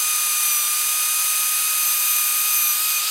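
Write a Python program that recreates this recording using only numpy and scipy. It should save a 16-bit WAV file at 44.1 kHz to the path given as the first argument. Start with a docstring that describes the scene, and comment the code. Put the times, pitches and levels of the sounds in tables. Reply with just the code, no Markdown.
"""Magnetic drill in a steel beam

Close to the microphone, in mono. The gears whine, sagging in pitch and singing out as the cutter
is pressed harder. The cutter hisses in the steel, throbbing with a gear shaft, and chips scrape
as it eases. With them come the rotor's comb of thin lines and the cooling fan's broad rush."""
import sys
import numpy as np
from scipy.fft import rfft, irfft, next_fast_len
from scipy.io import wavfile
from scipy.ndimage import map_coordinates

SR = 44100
rng = np.random.default_rng(int(sys.argv[2]) if len(sys.argv) > 2 else 0)


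def log_audio(samples):
    """Write samples as a 16-bit WAV file to the path given in sys.argv[1]."""
    # one column per channel
    frames = np.atleast_2d(samples).T
    # limit to full scale, then quantise
    limited = np.clip(frames, -1, 1)
    pcm = np.round(limited * 32767).astype(np.int16)
    wavfile.write(sys.argv[1], SR, pcm)


N = 136710

# tooth rate of the first gear pair: t/s, f/Hz
TOOTH_RATE = [(0, 1241.3), (0.3, 1225), (0.42, 1227), (0.57, 1202), (0.63, 1204), (0.75, 1219), (0.9, 1234),
              (1.2, 1245), (1.5, 1242), (1.7, 1253), (1.8, 1245), (1.91, 1232), (2.1, 1235), (2.25, 1228),
              (2.48, 1245), (2.63, 1223), (2.73, 1214.7), (2.83, 1257), (2.94, 1242), (3.005, 1220),
              (3.09, 1281)]
# steady gear partials: multiple of the tooth rate, level/dB, flutter/dB, jitter/rad
STEADY_PARTIALS = [(1, -36, 1, 0.15), (3, -41, 3, 0.58), (4, -41, -0.5, 0.36)]
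# gear partials that sing under load: t/s, level/dB of the 2nd, 5th and 10th
SINGING_LEVELS = [(0, -36, -28.5, -39), (.35, -34.5, -31.5, -33), (.53, -35.5, -28, -25),
                  (.63, -37, -32.5, -30), (.7, -36, -35, -38), (.95, -35.5, -31.5, -35),
                  (1.25, -35, -32.5, -33), (1.76, -35, -34.5, -33), (1.88, -35, -28, -26),
                  (1.96, -36, -34.5, -32), (2.17, -33.5, -30, -25), (2.33, -36, -33.5, -35),
                  (2.5, -33, -32, -33), (2.55, -33, -29.5, -25), (2.71, -34.5, -29, -24),
                  (2.8, -39.5, -49, -42), (2.88, -34.5, -35, -27), (2.985, -30, -28.5, -32),
                  (3.015, -42, -39, -46), (3.1, -43, -37, -46)]
# partials that grow as the motor bogs down: multiple of the tooth rate, base level/dB
STRAIN_PARTIALS = [(7, -53), (8, -47), (9, -43.5)]
# the cut: t/s, hiss level/dB, share of the deep sound (0-1)
CUT_COURSE = [(0, -23.5, 0.15), (.9, -23.5, 0.33), (1.55, -23, 0.13), (1.75, -23, 0.3), (1.87, -22, 0.9),
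              (2.35, -22, 0.78), (2.56, -21.5, 1), (2.8, -23.5, 1), (2.9, -23.5, 0.97), (3.03, -27.5, 1),
              (3.1, -26, 1)]
# hiss of the shallow and of the deep cut: f/Hz, relative level/dB
SHALLOW_SPECTRUM = [(3000, -60), (6800, -20), (8050, -11), (8600, 4), (8950, -5.5), (9300, 1.5), (9850, 1),
                    (10300, -1), (11150, 2), (11600, -1.5), (12200, 0), (12700, -5), (14000, -4.5),
                    (15600, -7.5)]
DEEP_SPECTRUM = [(3000, -71), (6800, -36), (8050, -3), (8600, 0), (8950, -3), (9300, -0.5), (9850, -1.5),
                 (10250, -9), (10700, -14), (11150, 2), (12200, 0.5), (12700, 1), (14000, -1),
                 (15600, -8.5)]
# scraping chips: f/Hz, relative level/dB
CHIP_SPECTRUM = [(100, -90), (1000, -39), (2800, -4), (4000, -1.5), (4850, 4), (5400, -7), (9000, -30)]
# course of the scraping: t/s, level/dB
CHIP_LEVEL = [(0, -48), (2.7, -50), (2.85, -32), (3.0, -39), (3.07, -29), (3.1, -30)]
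# fan air and housing: f/Hz, relative level/dB
FAN_SPECTRUM = [(30, -59), (100, -63), (150, -44), (200, -32.5), (320, -21.5), (600, -17), (1000, -10.5),
                (1400, -5), (1950, -8.5), (2600, -1), (3200, -4), (4000, -3.5), (4800, -0.6), (5350, -8.5),
                (5800, -5), (6800, -1.15), (7600, -2.4), (9000, -3.5), (16000, -16)]
# rotor lines: multiple of the rotor speed, relative level/dB
ROTOR_LINES = [(9, -54), (30, -47), (31, -52), (32, -50), (40, -38.5), (42, -43), (43, -40), (44, -40),
               (46, -46), (49, -41.5), (50, -41), (53, -42.5), (55, -45), (56, -44), (57, -45), (61, -45),
               (71, -46)]
# mains hum: f/Hz, level/dB
HUM_LINES = [(120, -94.5), (240, -68.5)]

TEETH, ROTOR_TURNS = 31, 5  # per turn of the lay shaft
SHAFT_TURNS_PER_TOOTH = .03  # the shaft that throbs
FLUTTER_HZ, TOP_HZ = 128.4, 15800


def gear_whine(mesh, shaft):
    """Meshing teeth: some partials hold steady, others sing with the load and swing with the shaft."""
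    whine = sum(amp(db) * partial(k * mesh, flutter, jitter)
                for k, db, flutter, jitter in STEADY_PARTIALS)
    swayed = mesh + .08 * np.sin(shaft)
    throb_db = 1.2 * np.cos(shaft)
    for k, db in zip((2, 5, 10), curves(SINGING_LEVELS)):
        gain = amp(db + .14 * wobble(21.9))
        whine += gain * partial(k * swayed, flutter_db=1.7, jitter_rad=.3, swell_db=throb_db)
    return whine


def gear_strain(mesh, mesh_hz, deep):
    """A metallic edge on the whine when the motor slows, weaker in the deep cut."""
    free_hz, db_per_hz = 1245, .1613
    gain = amp(db_per_hz * (free_hz - mesh_hz) - 7 * deep)
    return gain * sum(amp(db) * partial(k * mesh, flutter_db=2, jitter_rad=.25)
                      for k, db in STRAIN_PARTIALS)


def cutter_hiss(rotor, shaft, level_db, deep):
    """The cutter hisses in the steel, pulsing once a shaft turn and twice a rotor turn."""
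    hiss = np.sqrt(1 - deep) * noise(SHALLOW_SPECTRUM) + np.sqrt(deep) * noise(DEEP_SPECTRUM)
    pulse_db = .55 * np.cos(shaft) + .35 * np.cos(2 * rotor)
    grain_db = .3 * wobble(970)
    return amp(level_db + pulse_db + grain_db) * hiss


def chip_scrape():
    """Chips scrape, lower than the hiss, coming up as the cutter eases."""
    level_db, = curves(CHIP_LEVEL)
    return amp(level_db + 1.5 * wobble(120)) * noise(CHIP_SPECTRUM)


def motor(rotor, deep):
    """Fan air, rotor lines that weaken once the cutter is deep, and a faint mains hum."""
    air = amp(-26) * noise(FAN_SPECTRUM)
    lines = sum(amp(db) * partial(k * rotor, flutter_db=1.5, jitter_rad=.15) for k, db in ROTOR_LINES)
    t = np.arange(N) / SR
    hum = sum(amp(db) * partial(2 * np.pi * hz * t, flutter_db=.4, jitter_rad=.05)
              for hz, db in HUM_LINES)
    return air + amp(1.5 - 4 * deep) * lines + hum


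def amp(db):
    """Decibels to gain."""
    return 10 ** (np.asarray(db) / 20)


def unit(x):
    """Scale to rms 1."""
    return x / np.sqrt(np.mean(x ** 2) + 1e-20)


def curves(rows):
    """One value per sample for each column after the time."""
    times, *columns = np.transpose(rows)
    return [np.interp(np.arange(N) / SR, times, column) for column in columns]


def wobble(rate):
    """A smooth random curve, rate knots a second."""
    return map_coordinates(rng.standard_normal(N // 8), [np.arange(N) * rate / SR], mode="mirror")


def filtered(x, response):
    """Filter x by a gain given as a function of frequency."""
    size = next_fast_len(N + SR // 2)
    return irfft(rfft(x, size) * response(np.fft.rfftfreq(size, 1 / SR)), size)[:N]


def noise(spectrum):
    """Noise of rms 1, coloured by points of f/Hz, level/dB."""
    f, db = np.transpose(spectrum)
    white = rng.standard_normal(N)
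    return unit(filtered(white, lambda hz: amp(np.interp(np.log(hz + 1), np.log(f), db))))


def partial(angle, flutter_db, jitter_rad, swell_db=0):
    """A tone of rms 1 whose level and phase flutter."""
    start = rng.uniform(0, 2 * np.pi)
    gain = amp(swell_db + flutter_db * wobble(FLUTTER_HZ))
    return unit(gain * np.sin(angle + start + jitter_rad * wobble(FLUTTER_HZ)))


def scene():
    """The drill from close by, alike in both channels; one speed turns gears, rotor and shaft."""
    mesh_hz, = curves(TOOTH_RATE)
    mesh = 2 * np.pi * np.cumsum(mesh_hz + .754 * wobble(25.1)) / SR  # phase/rad, one cycle a tooth
    rotor = mesh * ROTOR_TURNS / TEETH
    shaft = mesh * SHAFT_TURNS_PER_TOOTH
    hiss_db, deep = curves(CUT_COURSE)
    deep = np.clip(deep, 0, 1)
    gears = gear_whine(mesh, shaft) + gear_strain(mesh, mesh_hz, deep)
    cutting = cutter_hiss(rotor, shaft, hiss_db, deep) + chip_scrape()
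    drill = gears + cutting + motor(rotor, deep)
    return np.array([drill, drill])


def record(dry):
    """The camera's microphone channel passes nothing above its band limit."""
    return np.array([filtered(channel, lambda hz: hz < TOP_HZ) for channel in dry])


dry = scene()
out = record(dry)
log_audio(out)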